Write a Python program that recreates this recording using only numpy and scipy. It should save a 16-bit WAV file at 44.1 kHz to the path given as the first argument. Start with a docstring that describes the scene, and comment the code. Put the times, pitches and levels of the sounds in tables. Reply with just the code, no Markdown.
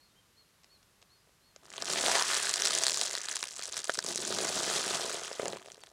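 """On asphalt outdoors, close by, a car tyre creeps over a plastic packet of dry noodles, then a bare noodle block.
A small bird whistles in the quiet air, mostly before the tyre arrives; its chirps are gliding sine tones.
Grit ticks and stones knock softly, then strands break in avalanches of tiny cracks: short rings and noise sprays.
The film crinkles with sharp snaps, thicker pieces give way with dull knocks, and powdered crumbs hiss softly.
"""
import sys
import numpy as np
from scipy import signal
from scipy.io import wavfile
from scipy.ndimage import uniform_filter1d

SR = 44100
rng = np.random.default_rng(int(sys.argv[2]) if len(sys.argv) > 2 else 0)


def store_pcm(level_fs):
    """Save levels as 16-bit WAV."""
    pcm = np.round(np.clip(level_fs, -1, 1) * 32767).astype(np.int16)
    wavfile.write(sys.argv[1], SR, np.atleast_2d(pcm).T)


N = 261072
TIME = np.arange(N) / SR

# colour of the outdoor air: pitch_hz, relative level_db per Hz
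AIR_COLOUR = [(15, -48), (25, -1.5), (80, -1.5), (190, -3), (263, -8), (405, -7.5), (818, -11.5),
              (1130, -8.5), (1400, -10.5), (1740, -11), (2550, -13), (4250, -13), (12200, -19),
              (16000, -33)]
AIR_DB = -67.5
# bird chirps: start_s, length_s, top_pitch_hz, level_db, place of the top (0-1),
# droop (share of the pitch lost at the end farther from the top)
CHIRPS = [(-.012, 0.092, 4340, -69, 0.5, 0.056), (.025, 0.041, 4830, -77, .1, .03),
          (0.09, .05, 3700, -80, .25, .05), (0.145, 0.073, 3170, -74.5, .55, .09),
          (0.361, 0.069, 4360, -65, .48, .1), (.69, 0.085, 4410, -65.5, 0.43, 0.12),
          (1.09, .088, 4395, -68.5, .55, 0.108), (1.16, .07, 4930, -80, 0.5, .015),
          (1.415, 0.11, 4376, -71, .52, .09), (5.812, 0.026, 4680, -63, .02, .13)]
CHIRP_ECHO_S, CHIRP_ECHO_DB = 0.045, -16

# grit and the first touch of the film tick under the tread: start_s, level_db, decay_s
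GRIT = [(0.634, -58, 0.0034), (0.644, -46, 0.0013), (0.829, -57, 0.0025), (1.017, -56, 0.0026),
        (1.026, -49.5, 0.0016), (1.562, -34, 0.00057)]
# colour of the grit: pitch_hz, relative level_db per Hz
GRIT_COLOUR = [(100, -15), (500, -2.5), (2500, -5.0), (5000, 0), (8000, -5.0), (11000, -44), (16000, -45)]

# loose stones shifting, then the thickest pieces giving way under the rubber:
# start_s, level_db (over 1 ms), pitch_hz
KNOCKS = [(.7416, -61, 590), (1.0282, -60, 570), (1.2737, -59, 510), (1.2932, -59, 670), (1.5631, -47, 730),
          (1.7805, -33.5, 750), (1.825, -30.5, 810), (1.8974, -30.5, 790), (2.039, -22.5, 820),
          (2.0826, -19.5, 890), (2.1308, -41, 865), (2.1535, -37, 1300), (2.192, -35, 1010),
          (2.2207, -25, 1070), (3.1405, -32, 750), (3.4288, -30, 1260), (3.5938, -35, 910),
          (3.685, -39.5, 700), (3.8953, -19, 800), (3.8961, -23, 1650), (3.9805, -31.5, 415),
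          (3.9896, -27, 1250), (4.0468, -33, 442), (4.08, -34.5, 635), (4.1575, -33.5, 460),
          (4.1898, -36, 410), (4.2386, -34.5, 370), (4.3055, -26.5, 450), (4.3877, -26.5, 500),
          (4.4033, -29, 606), (4.4224, -28.5, 430), (4.4527, -28.5, 397), (4.5022, -29.5, 623),
          (4.5675, -30, 430), (4.585, -31, 450), (4.6084, -29, 580), (4.6773, -30, 414),
          (4.6995, -27.5, 600), (4.7905, -30.5, 460), (4.8662, -29.5, 460), (4.909, -28, 700),
          (4.9528, -28, 730), (4.9963, -30, 775), (5.0455, -30, 464), (5.063, -34, 500), (5.0807, -33, 490),
          (5.104, -35, 530), (5.145, -30, 520), (5.2193, -35, 551), (5.314, -29, 630), (5.3966, -21.5, 495),
          (5.4203, -45, 810), (5.4307, -24.5, 476), (5.4568, -24, 715), (5.4637, -27.5, 540),
          (5.4825, -28, 590), (5.5318, -28.5, 625), (5.5607, -34, 665), (5.6598, -41.5, 740),
          (5.684, -40, 840), (5.7787, -45, 650), (5.8363, -42, 1120)]
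# a spell of lesser knocks inside the packet: start_s, end_s, knocks_per_s, level_db above the crunch, pitch_hz
KNOCK_SPELL = (2.282, 3.8, 5.7, 13, 1100)
KNOCK_RANGE_DB, KNOCK_OCTAVES = 4, 0.45  # full spread of the lesser knocks
KNOCK_TOP = 2  # the rubber muffles a knock above this multiple of its pitch
# low knocks are mostly round thuds, high ones hard cracks
ROUND_BELOW_HZ, HARD_ABOVE_HZ, THUD_CYCLES = 457, 680, .55
# colour of the knocks: pitch_hz, relative level_db per Hz
KNOCK_COLOUR = [(40, -21), (150, -13.0), (260, -5.5), (380, 0.5), (560, 4.5), (1050, 2.0),
                (1650, 14.5), (3000, 10.5), (9000, -29), (15000, -42)]

# the tread settles onto the packet between these two times
CONTACT_START_S, CONTACT_END_S = 1.58, 1.63
# how hard the load breaks things, first the packet, from 3.55 s the bare block, before flurries and trims:
# time_s, muffled crunch level_db, breaking strands level_db, crisp film and crumbs level_db
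CRUSH = [(1.62, -72, -62.5, -70), (1.68, -73.5, -55, -62), (1.79, -61, -45.5, -49),
         (1.91, -50.5, -40.5, -36), (2.14, -43.5, -34, -31.5), (2.27, -50, -33.5, -32.5),
         (2.56, -47.5, -40, -36), (2.7, -43.5, -43, -34.5), (3.03, -47.5, -46.5, -36.5),
         (3.2, -58, -45, -43.5), (3.55, -61.5, -54.5, -47.5), (4.0, -58, -55.5, -46),
         (4.12, -52.5, -53, -42), (4.4, -43, -43, -36.5), (4.78, -42, -38.5, -33.5),
         (5.08, -45, -42.5, -39), (5.33, -53.5, -47.5, -48.5), (5.47, -42.5, -53, -50.5),
         (5.63, -59, -58, -61.5), (5.92, -68, -74, -67)]
# flurries, when a row of strands goes at once, and lulls after a big break: centre_s, change_db
FLURRIES = [(1.825, -2), (2.238, -3.5), (2.535, -2.5), (2.66, 0.5), (2.91, -1.5), (3.214, 0), (3.33, 2),
            (3.52, -2.5), (3.645, 1.5), (3.782, 7), (3.831, -2.5), (3.945, 0.5), (4.012, -3), (4.086, 4),
            (4.166, -2.5), (4.645, -1), (4.834, -1.5), (4.95, 1)]
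FLURRY_S = 0.035  # from the centre until the change has shrunk to about a third
# slack film at first touch and ground-down strands crack finely, as under a heavier load: time_s, added_load_db
GROUND_DOWN = [(1.65, 11), (1.8, 4), (1.95, 1.5), (2.2, 1.5), (2.7, 0), (3.2, -2.5), (3.7, 0), (4.05, 1),
               (4.35, 0), (5.0, 0.5), (5.42, 5.5), (5.62, 4.5)]
# a heavier load brings faster cracks; this extra rate applies at full load and grows tenfold per TENFOLD_DB
FULL_LOAD_DB, CRACKS_PER_S, TENFOLD_DB, FEWEST_CRACKS_PER_S = -40, 2700, 14, 150
# basic unevenness of the cracks, its growth per dB of load, and its ceiling
UNEVEN_DB, UNEVEN_PER_DB, MOST_UNEVEN_DB = 2.5, 0.01, 6
# the hollow in the packet rises in pitch as it is flattened, and later falls: time_s, pitch_hz, strength_db
HOLLOW = [(1.7, 614, -11.5), (2.08, 667, -0.5), (2.19, 890, 1), (2.27, 1330, -20), (2.4, 1570, -8.5),
          (3.3, 1630, -11.5), (4.1, 1510, -10), (5.4, 1140, -22)]
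HOLLOW_WIDTH_HZ = 540
# the tread climbs onto something and shoves it against the road: start_s, length_s, level_db against the crunch
SHOVES = [(1.56, 0.68, 7), (3.982, 1.4, 4.5), (5.404, 0.59, -2)]
SHOVE_ATTACK_S, SHOVE_RELEASE_S, SHOVE_FADE_DB_PER_S = 0.071, 0.23, 14.5
# colour of the muffled crunch: pitch_hz, relative level_db per Hz
CRUNCH_COLOUR = [(25, -49), (50, -12), (90, -24.5), (180, -10.5), (260, -22), (370, -2.5), (500, -2),
                 (640, 3), (900, -3), (1500, -12), (4000, -34)]
# colour of the breaking strands: pitch_hz, relative level_db per Hz
STRAND_COLOUR = [(100, -23.5), (400, -4), (800, -5), (1150, 0.5), (1700, 1.5), (2400, -0.5), (3300, 1),
                 (5500, -19.5), (14000, -87)]
# colour of the crisp crackle: pitch_hz, relative level_db per Hz
CRISP_COLOUR = [(200, -13.5), (1500, -16.5), (2600, -9), (3700, -2.5), (5200, -1), (7000, 0), (8700, -2),
                (10200, -7.5), (11500, -13), (13000, -19), (16000, -22)]
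# colour of the rubber being shoved: pitch_hz, relative level_db per Hz
DEEP_COLOUR = [(25, -51), (55, -32), (90, -1), (140, -5), (190, 3.5), (250, -2.5), (380, 7), (520, -16),
               (900, -3), (3000, -44)]

# crumbs ground to powder make a soft bed: pitch_hz, relative level_db per Hz
POWDER_COLOUR = [(200, -12.5), (1500, 4.5), (2600, -7), (4500, 3), (7000, -4), (9000, 0), (12000, -19),
                 (16000, -24)]
POWDER_DB = -19  # against the crackle

# the loudest sharp snaps: start_s, level_db (over 1 ms, without the body), pitch_hz,
# woody body level_db against the snap, before its trim
SNAPS = [(1.6553, -49, 4220, -12), (1.6637, -52, 5400.0, -22), (1.7033, -40, 5550, -18),
         (1.7389, -45, 4300.0, -9), (1.7662, -37, 5700.0, -15), (1.7802, -29.5, 3730, -1),
         (1.8157, -36, 3900.0, -5), (1.8227, -24, 5100, -13), (1.8558, -28.5, 5700.0, -18),
         (1.8616, -39, 6100.0, -21), (1.9007, -25.5, 5480, -11), (1.9348, -22, 5030, -5),
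         (2.0627, -18.5, 3860, -20), (2.0833, -23, 4600.0, -16), (2.1155, -21.5, 4260, -1),
         (2.1535, -24, 3170, 1), (2.1959, -21, 4470, -8), (2.2238, -19.5, 5600, -10),
         (2.252, -28, 5900.0, -22), (2.3345, -25, 4800.0, -16), (2.3503, -23, 4400.0, -10),
         (2.3675, -22.5, 5100.0, -13), (2.4942, -20, 6200.0, -12), (2.5396, -17.5, 5050, -12),
         (2.5585, -22.5, 5570, -11), (2.5698, -29, 5300.0, -23), (2.6211, -20, 6000.0, -14),
         (2.6538, -18.5, 4900.0, -9.5), (2.6595, -20, 5900.0, -20), (2.6725, -18.5, 4630, -8),
         (2.683, -23, 6700.0, -14), (2.7074, -23, 4700.0, -3.5), (2.7201, -27, 5000.0, -15),
         (2.7509, -19, 6800, -15), (2.7766, -23, 5700.0, -5.5), (2.7866, -21.5, 7100, -20),
         (2.8367, -16, 6000.0, -11), (2.8672, -15.5, 4800, -8.5), (2.8822, -18.5, 4640, -10),
         (2.8966, -20, 4440, -15), (2.9191, -24, 5150, -12), (2.9372, -28, 6450, -21),
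         (2.9443, -23, 5000.0, -17), (2.9734, -23, 5900.0, -7), (3.0135, -18, 5070, -15),
         (3.0261, -40, 6000.0, -9), (3.0345, -24.5, 6300.0, -23), (3.0566, -30, 6340, -14),
         (3.1523, -22.5, 4740, -7), (3.1669, -30, 5500.0, -20), (3.2862, -25.5, 4300.0, -3),
         (3.3135, -26.5, 6500.0, -28), (3.358, -24, 6900.0, -15), (3.3673, -24, 4770, -9),
         (3.4283, -23.5, 4900.0, -9), (3.4392, -29, 2780, -5), (3.4722, -35, 5600.0, -15),
         (3.4884, -35, 5500.0, -17), (3.5396, -43, 5600.0, -11), (3.5639, -33, 6300, -16),
         (3.5681, -40, 5400.0, -17), (3.5837, -37, 7400.0, -25), (3.5935, -32.5, 4200.0, 1),
         (3.6241, -32, 5300.0, -20), (3.6324, -34, 4000.0, -11), (3.638, -31, 5800.0, -21),
         (3.6559, -28.5, 6000.0, -20), (3.7252, -29, 6900, -10), (3.7683, -26, 6000.0, -6),
         (3.7913, -29.5, 6700.0, -8), (3.8435, -27, 6160, -12), (3.8532, -34, 5500.0, -6),
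         (3.8734, -36, 4400.0, -13), (3.8955, -28, 3070, 2.5), (3.9032, -31, 4800.0, -11),
         (3.9396, -28, 8100, -23), (3.9452, -28.5, 5740, -17), (3.9539, -31.5, 4720, -2),
         (3.9897, -20, 5100.0, -11), (4.0404, -31, 7800, -8), (4.0459, -31, 7600.0, -7),
         (4.0651, -27, 5800.0, -24), (4.1481, -30, 6400.0, -21), (4.1588, -22, 6500.0, -20),
         (4.1768, -24.5, 5300, -13.5), (4.2298, -39, 5700.0, -15), (4.2356, -35, 6100.0, -5),
         (4.3254, -27, 5400.0, 0), (4.3863, -24, 4970, -5), (5.1275, -31, 7200.0, -15),
         (5.1843, -38, 5200.0, -12), (5.2353, -33, 5540, -6), (5.2484, -34.5, 4800.0, -10),
         (5.2794, -34, 4100.0, -1), (5.3293, -34.5, 5100.0, -7), (5.3975, -37.5, 2300.0, 3),
         (5.4202, -34.5, 4000.0, -11), (5.4564, -30.5, 3980, -20), (5.4729, -37, 4500.0, -7),
         (5.4815, -27, 7100, -10), (5.5014, -40, 4600.0, -13), (5.5252, -34, 4070, -13),
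         (5.5323, -40, 4100.0, -7), (5.543, -51, 5200.0, -13), (5.5605, -48, 2310, -1),
         (5.5703, -40, 4000.0, 5), (5.5853, -47, 4000, -1), (5.6184, -49, 3400.0, 4),
         (5.6267, -48, 3300.0, 0), (5.6598, -45, 2600.0, -3), (5.6695, -49, 5800.0, -10),
         (5.6839, -48, 3700.0, -6), (5.7021, -43.5, 3400.0, -3), (5.7188, -38, 6300, -17),
         (5.7451, -44, 4000.0, -8), (5.8367, -41, 3740, -3), (5.8625, -49, 5300.0, -18),
         (5.8707, -48, 4000.0, -1)]
# spells of lesser snaps, while film or strands lie open beside the tread:
# start_s, end_s, snaps_per_s, level_db above the crackle
SNAP_SPELLS = [(1.901, 2.501, 17.8, -1), (2.5, 3.1, 26.8, 7), (3.1, 4.3, 33, 11), (5.101, 5.6, 36, 5)]
SNAP_RANGE_DB, SNAP_HZ, SNAP_OCTAVES = 7, 6000, 1  # lesser snaps: full spreads around a middle pitch
LESSER_BODY_DB = -9.5
# lesser cracks around each snap: earliest_s, latest_s, weakest_db, strongest_db
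SNAP_CLUSTER = [(.0002, .0005, -7, -2), (.0005, .001, -14, -6), (.001, .004, -22, -12),
                (-.003, -.0007, -26, -10)]
SNAP_EDGE = 0.71  # the hard first edge of a snap against the ring that follows
SNAP_BODY_HZ, SNAP_BODY_DB = 1510, -3  # the piece behind a snap: middle pitch and level trim
# colour of the snaps: pitch_hz, relative level_db per Hz
SNAP_COLOUR = [(100, -43), (500, -14), (1500, -7), (2400, -6.5), (4500, -3), (8000, 3.5), (10300, -2.5),
               (12000, -17.5), (16000, -22)]
# colour of the woody body: pitch_hz, relative level_db per Hz
SNAP_BODY_COLOUR = [(100, -13), (500, -3.5), (1300, 2), (2400, 0), (5000, -26), (12000, -40)]

LEAD_S = .004  # time kept ahead of each break for the fine cracks that lead up to it
BASS_EDGE_HZ, EDGE_HZ = 93, 16000  # the tyre sounds carry little bass below this; top of the recorder's band


def gain_of(db):
    """Turns decibels into amplitude."""
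    return 10 ** (np.asarray(db) / 20)


def evened(x):
    """Scales a sound to an rms of 1."""
    return x / np.sqrt(np.mean(x ** 2) + 1e-20)


def unit(x):
    """Scales a sound to an energy of 1."""
    return x / np.linalg.norm(x)


def curves(rows):
    """Draws each column of a time table as a curve with a value at every sample."""
    s, *columns = np.transpose(rows)
    return [np.interp(TIME, s, column) for column in columns]


def add(mix, s, sound):
    """Mixes a sound in at time s, cutting whatever falls outside."""
    at = round(s * SR)
    sound = sound[max(-at, 0):]
    part = mix[max(at, 0):][:len(sound)]
    part += sound[:len(part)]


def colour(points, size=4096):
    """Makes a filter with the given spectrum that responds as promptly as possible (minimum phase)."""
    f, db = np.transpose(points)
    bins_hz = abs(np.fft.fftfreq(size, 1 / SR)) + 1
    log_gain = np.log(gain_of(np.interp(np.log(bins_hz), np.log(f), db)))
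    spectrum = np.exp(np.conj(signal.hilbert(log_gain)))
    return unit(np.fft.ifft(spectrum).real[:size // 2])


def filtered(x, response):
    """Passes a sound through a filter and keeps its length."""
    return signal.oaconvolve(x, response)[:len(x)]


def smooth(x, seconds):
    """Smooths with a triangular moving average, made of two plain ones."""
    width = max(int(seconds * SR), 2)
    return uniform_filter1d(uniform_filter1d(x, width), width)


def resonate(x, hz, width):
    """Rings at a moving pitch: shift that pitch to zero, smooth, then shift back."""
    turn = np.exp(2j * np.pi * np.cumsum(hz) / SR)
    r = np.exp(-np.pi * width / SR)
    return 2 * (turn * signal.lfilter([1 - r], [1, -r], x / turn)).real


def steadied(x, seconds):
    """Holds the power near 1 over the given time, leaving the fine grain as it is."""
    return x / np.sqrt(abs(smooth(x ** 2, seconds)) + 1e-4 * np.mean(x ** 2))


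def reflections(x, near_db, near_t60, far_db, far_t60):
    """Adds quick scatter from near surfaces and a weaker, longer tail, both fading noise."""
    t = np.arange(SR // 2) / SR
    near, far = rng.standard_normal((2, len(t))) * (t > .0012)
    near = unit(near * gain_of(-60 * t / near_t60))
    far = unit(far * gain_of(-60 * t / far_t60))
    return x + filtered(x, gain_of(near_db) * near + gain_of(far_db) * far)


def spray(t, rise_s, fall_s):
    """Shapes splintering: fine cracks run ahead of the break at t = 0 and die away after it."""
    return np.exp(np.minimum(t / rise_s, -t / fall_s))


def ring(hz, cycles, size=1024):
    """Rings a broken piece for a few damped cycles, starting at LEAD_S."""
    t = np.maximum(np.arange(size) / SR - LEAD_S, 0)
    return unit(np.sin(2 * np.pi * hz * t) * np.exp(-t * hz / cycles))


def crack(hz, cycles, splinter, rise_s, fall_s, size=1024):
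    """Breaks one piece: its ring inside a short spray of splintering noise."""
    splinters = rng.standard_normal(size) * spray(np.arange(size) / SR - LEAD_S, rise_s, fall_s)
    return unit(ring(hz, cycles) + splinter * unit(splinters))


def air():
    """Quiet outdoor rumble and hiss: steady coloured noise."""
    return gain_of(AIR_DB) * evened(filtered(rng.standard_normal(N), colour(AIR_COLOUR)))


def bird():
    """Thin arched whistles, some way off, with a faint echo and tail from the surroundings."""
    out = np.zeros(N)
    for s, length, top_hz, db, top, droop in CHIRPS:
        u = np.linspace(0, 1, int(length * SR))
        fall = droop * ((u - top) / max(top, 1 - top)) ** 2
        flutter = 0.0056 * evened(smooth(rng.standard_normal(len(u)), 0.00076))
        hz = top_hz * (1 - fall + flutter)
        whistle = np.sin(np.pi * u) * np.sin(2 * np.pi * np.cumsum(hz) / SR)
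        chirp = gain_of(db) * evened(whistle)
        add(out, s, chirp)
        add(out, s + CHIRP_ECHO_S, gain_of(CHIRP_ECHO_DB) * chirp)
    return reflections(out, near_db=-6.5, near_t60=.08, far_db=-11.5, far_t60=.4)


def grit():
    """Grit ticks under the approaching tread: fast-fading bursts of coloured noise."""
    out, tone = np.zeros(N), colour(GRIT_COLOUR)
    t = np.arange(SR // 20) / SR
    for s, db, decay_s in GRIT:
        burst = rng.standard_normal(len(t)) * np.exp(-t / decay_s)
        add(out, s, gain_of(db) * filtered(burst, tone))
    return out


def round_thud(hz, size=1024):
    """A push through the rubber that swells and dies within two cycles."""
    turns = (np.arange(size) / SR - LEAD_S) * hz - .5
    return unit(np.cos(2 * np.pi * turns) * np.exp(-(turns / THUD_CYCLES) ** 2))


def knocks(rows):
    """Stones or thick pieces knock; the thud is damped within a few cycles, so low ones last longer."""
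    out, tone = np.zeros(N), colour(KNOCK_COLOUR)
    for s, db, hz in rows:
        thud = crack(0.82 * hz, cycles=1.0, splinter=.6, rise_s=0.00036, fall_s=2.7 / hz)
        knock = filtered(thud + 0.42 * ring(1.21 * hz, cycles=0.78), tone)
        muffle = signal.butter(1, min(KNOCK_TOP * hz, SR / 3), fs=SR, output="sos")
        knock = signal.sosfilt(muffle, knock)
        hard = np.interp(hz, (ROUND_BELOW_HZ, HARD_ABOVE_HZ), (.35, 1))
        knock = hard * unit(knock) + (1 - hard) * round_thud(hz)
        # the root turns a level over 1 ms into energy
        add(out, s - LEAD_S, gain_of(db) * np.sqrt(SR / 1000) * unit(knock))
    return out


def breaking_db():
    """Levels of crunch, strands and crackle: the slow crush with its brief flurries and lulls."""
    flurries = sum(db * np.exp(-((TIME - s) / FLURRY_S) ** 2) for s, db in FLURRIES)
    return np.array(curves(CRUSH)) + flurries


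def shoving():
    """Each shove sets in quickly, eases as the pieces flatten, and lets go."""
    out = np.zeros(N)
    for s, length, db in SHOVES:
        t = np.arange(0, length, 1 / SR)
        push = np.clip(np.minimum(t / SHOVE_ATTACK_S, (length - t) / SHOVE_RELEASE_S), 0, 1)
        add(out, s, push * gain_of(db - SHOVE_FADE_DB_PER_S * t))
    return out


def cracks(rate, avalanche, spread_db, low_hz, high_hz, cycles, splinter, rise_s, fall_s, count=14, size=1024):
    """Random fractures, many small and few large, each ringing one of several sizes of piece."""
    happens = (rng.random(N) < rate / SR) * rng.choice([-1, 1], N)
    strength = happens * avalanche * gain_of(spread_db * np.minimum(rng.exponential(1, N), 3.1))
    # neighbouring cracks break pieces of like size, so each burst has its own colour
    wander = evened(smooth(rng.standard_normal(N), .003)) + .2 * rng.standard_normal(N)
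    piece = (count * abs(wander % 2 - 1)).astype(int)
    pitches = np.geomspace(low_hz, high_hz, count)
    rings = sum(filtered(strength * (piece == k), ring(hz, cycles)) for k, hz in enumerate(pitches))
    envelope = unit(spray(np.arange(size) / SR - LEAD_S, rise_s, fall_s))
    power = filtered(strength ** 2, envelope ** 2)
    return rings + splinter * np.sqrt(abs(power)) * rng.standard_normal(N)


def avalanches(uneven_db):
    """One break sets off its neighbours: bursts of a millisecond or two inside longer slips."""
    quick, slow = rng.standard_normal((2, N))
    surge = evened(smooth(quick, 0.0012)) + 0.37 * evened(smooth(slow, 0.012))
    return gain_of(1.19 * uneven_db * np.clip(evened(surge), -2.5, 1.7))


def crushing():
    """Shared avalanches of cracks drive the muffled crunch, the breaking strands and the crisp crackle."""
    crunch_db, strand_db, crisp_db = breaking_db()
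    load_db = (crunch_db + strand_db + crisp_db) / 3 - FULL_LOAD_DB + curves(GROUND_DOWN)[0]
    rate = FEWEST_CRACKS_PER_S + CRACKS_PER_S * 10 ** (load_db / TENFOLD_DB)
    avalanche = avalanches(np.minimum(UNEVEN_DB + UNEVEN_PER_DB * load_db, MOST_UNEVEN_DB))
    crisp = cracks(1.1 * rate, avalanche, spread_db=4.0, low_hz=2900, high_hz=11000, cycles=1.1,
                   splinter=.6, rise_s=.00015, fall_s=.00022, count=22)
    strand = cracks(.9 * rate, avalanche, spread_db=5.0, low_hz=990, high_hz=3540, cycles=0.87,
                    splinter=0.99, rise_s=0.00033, fall_s=0.0016)
    crunch = cracks(.9 * rate, avalanche ** 1.5, spread_db=4.5, low_hz=290, high_hz=950, cycles=0.43,
                    splinter=2.4, rise_s=0.0004, fall_s=0.0023)
    # pieces pinned against the road shove the rubber itself
    rumble = avalanche ** 1.27 * rng.standard_normal(N)
    deep = steadied(filtered(rumble, colour(DEEP_COLOUR)), 0.6)
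    # the hollow rings twice over, for a steeper resonance
    hollow_hz, hollow_db = curves(HOLLOW)
    hollow = resonate(strand, hollow_hz, HOLLOW_WIDTH_HZ)
    hollow = steadied(resonate(hollow, hollow_hz, HOLLOW_WIDTH_HZ), 0.11)
    crisp = steadied(filtered(crisp, colour(CRISP_COLOUR)), 0.086)
    strand = steadied(filtered(strand, colour(STRAND_COLOUR)), 0.41)
    crunch = steadied(filtered(crunch, colour(CRUNCH_COLOUR)), 0.18)
    contact = np.interp(TIME, (CONTACT_START_S, CONTACT_END_S), (0, 1))
    return contact * (gain_of(crisp_db) * crisp
                      + gain_of(strand_db - 2.5) * (strand + gain_of(hollow_db) * hollow)
                      + gain_of(crunch_db - 1.0) * (crunch + shoving() * deep))


def powder():
    """A bed of fine, uneven coloured noise for countless tiny grains, following the crackle slowly."""
    contact = np.interp(TIME, (CONTACT_START_S, CONTACT_END_S), (0, 1))
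    level = smooth(gain_of(curves(CRUSH)[2]), .03) * contact
    flicker_db = 4.5 * evened(smooth(rng.standard_normal(N), 0.0015))
    grains = rng.standard_normal(N) * gain_of(flicker_db)
    return gain_of(POWDER_DB) * level * evened(filtered(grains, colour(POWDER_COLOUR)))


def snaps(rows):
    """Film buckles and strands snap: a hard edge and short ring amid lesser cracks, over the piece's ring."""
    out, tone, body_tone = np.zeros(N), colour(SNAP_COLOUR), colour(SNAP_BODY_COLOUR)
    for s, db, hz, body_db in rows:
        burst = crack(hz, cycles=1.4, splinter=.45, rise_s=.0001, fall_s=.0005)
        burst[round(LEAD_S * SR) + 1] += SNAP_EDGE
        for early, late, weak, strong in SNAP_CLUSTER:
            when, size, pitch = rng.random(3)
            lesser = gain_of(weak + size * (strong - weak)) * ring(hz * 2 ** (pitch - .4), cycles=1.3)
            burst = burst + np.roll(lesser, round((early + when * (late - early)) * SR))
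        body_hz = SNAP_BODY_HZ * 2 ** (rng.random() - .5)
        body = crack(body_hz, cycles=2.0, splinter=1.0, rise_s=.0001, fall_s=0.0013)
        body = gain_of(body_db + SNAP_BODY_DB) * unit(filtered(body, body_tone))
        snap = unit(filtered(burst, tone)) + body
        # the root turns a level over 1 ms into energy
        add(out, s - LEAD_S, gain_of(db) * np.sqrt(SR / 1000) * snap)
    return out


def scattered(start, end, per_s, level_db, range_db, hz, octaves, count=96):
    """Rows start_s, level_db, pitch_hz of breaks at uneven intervals, around a level curve and a pitch."""
    when, weight, pitch = rng.random((count, 3)).T
    s = start + (np.arange(count) + when) / per_s
    db = np.interp(s, TIME, level_db) + range_db * (weight - .5)
    rows = np.transpose([s, db, hz * 2 ** (octaves * (pitch - .5))])
    return rows[s < end]


def lesser_breaks():
    """The lesser snaps follow the level of the crackle, the lesser knocks that of the crunch."""
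    crunch_db, _, crisp_db = breaking_db()
    small_snaps = []
    for start, end, per_s, db in SNAP_SPELLS:
        rows = scattered(start, end, per_s, crisp_db + db, SNAP_RANGE_DB, SNAP_HZ, SNAP_OCTAVES)
        small_snaps += [(*row, LESSER_BODY_DB) for row in rows]
    start, end, per_s, db, hz = KNOCK_SPELL
    small_knocks = scattered(start, end, per_s, crunch_db + db, KNOCK_RANGE_DB, hz, KNOCK_OCTAVES)
    return small_snaps, small_knocks


def scene():
    """Everything under the tyre, with the bird and the air behind it; the tyre sounds carry little deep bass."""
    background = air() + bird()
    small_snaps, small_knocks = lesser_breaks()
    breaks = snaps(SNAPS) + knocks(KNOCKS) + snaps(small_snaps) + knocks(small_knocks)
    tyre = grit() + crushing() + powder() + breaks
    tyre = signal.sosfilt(signal.butter(2, BASS_EDGE_HZ, "highpass", fs=SR, output="sos"), tyre)
    # scatter from the tyre wall and road, and a weak tail from the car's underside
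    tyre = reflections(tyre, near_db=-16, near_t60=.035, far_db=-24, far_t60=.15)
    return (tyre + background)[None]


def record(dry):
    """The small microphone loses the deepest bass; then the recorder's band limit cuts the top."""
    thin = signal.sosfilt(signal.butter(2, 32, "highpass", fs=SR, output="sos"), dry)
    band = signal.firwin(511, EDGE_HZ, window=("kaiser", 9), fs=SR)
    return signal.oaconvolve(thin, band[None], "same")


dry = scene()
out = record(dry)
store_pcm(out)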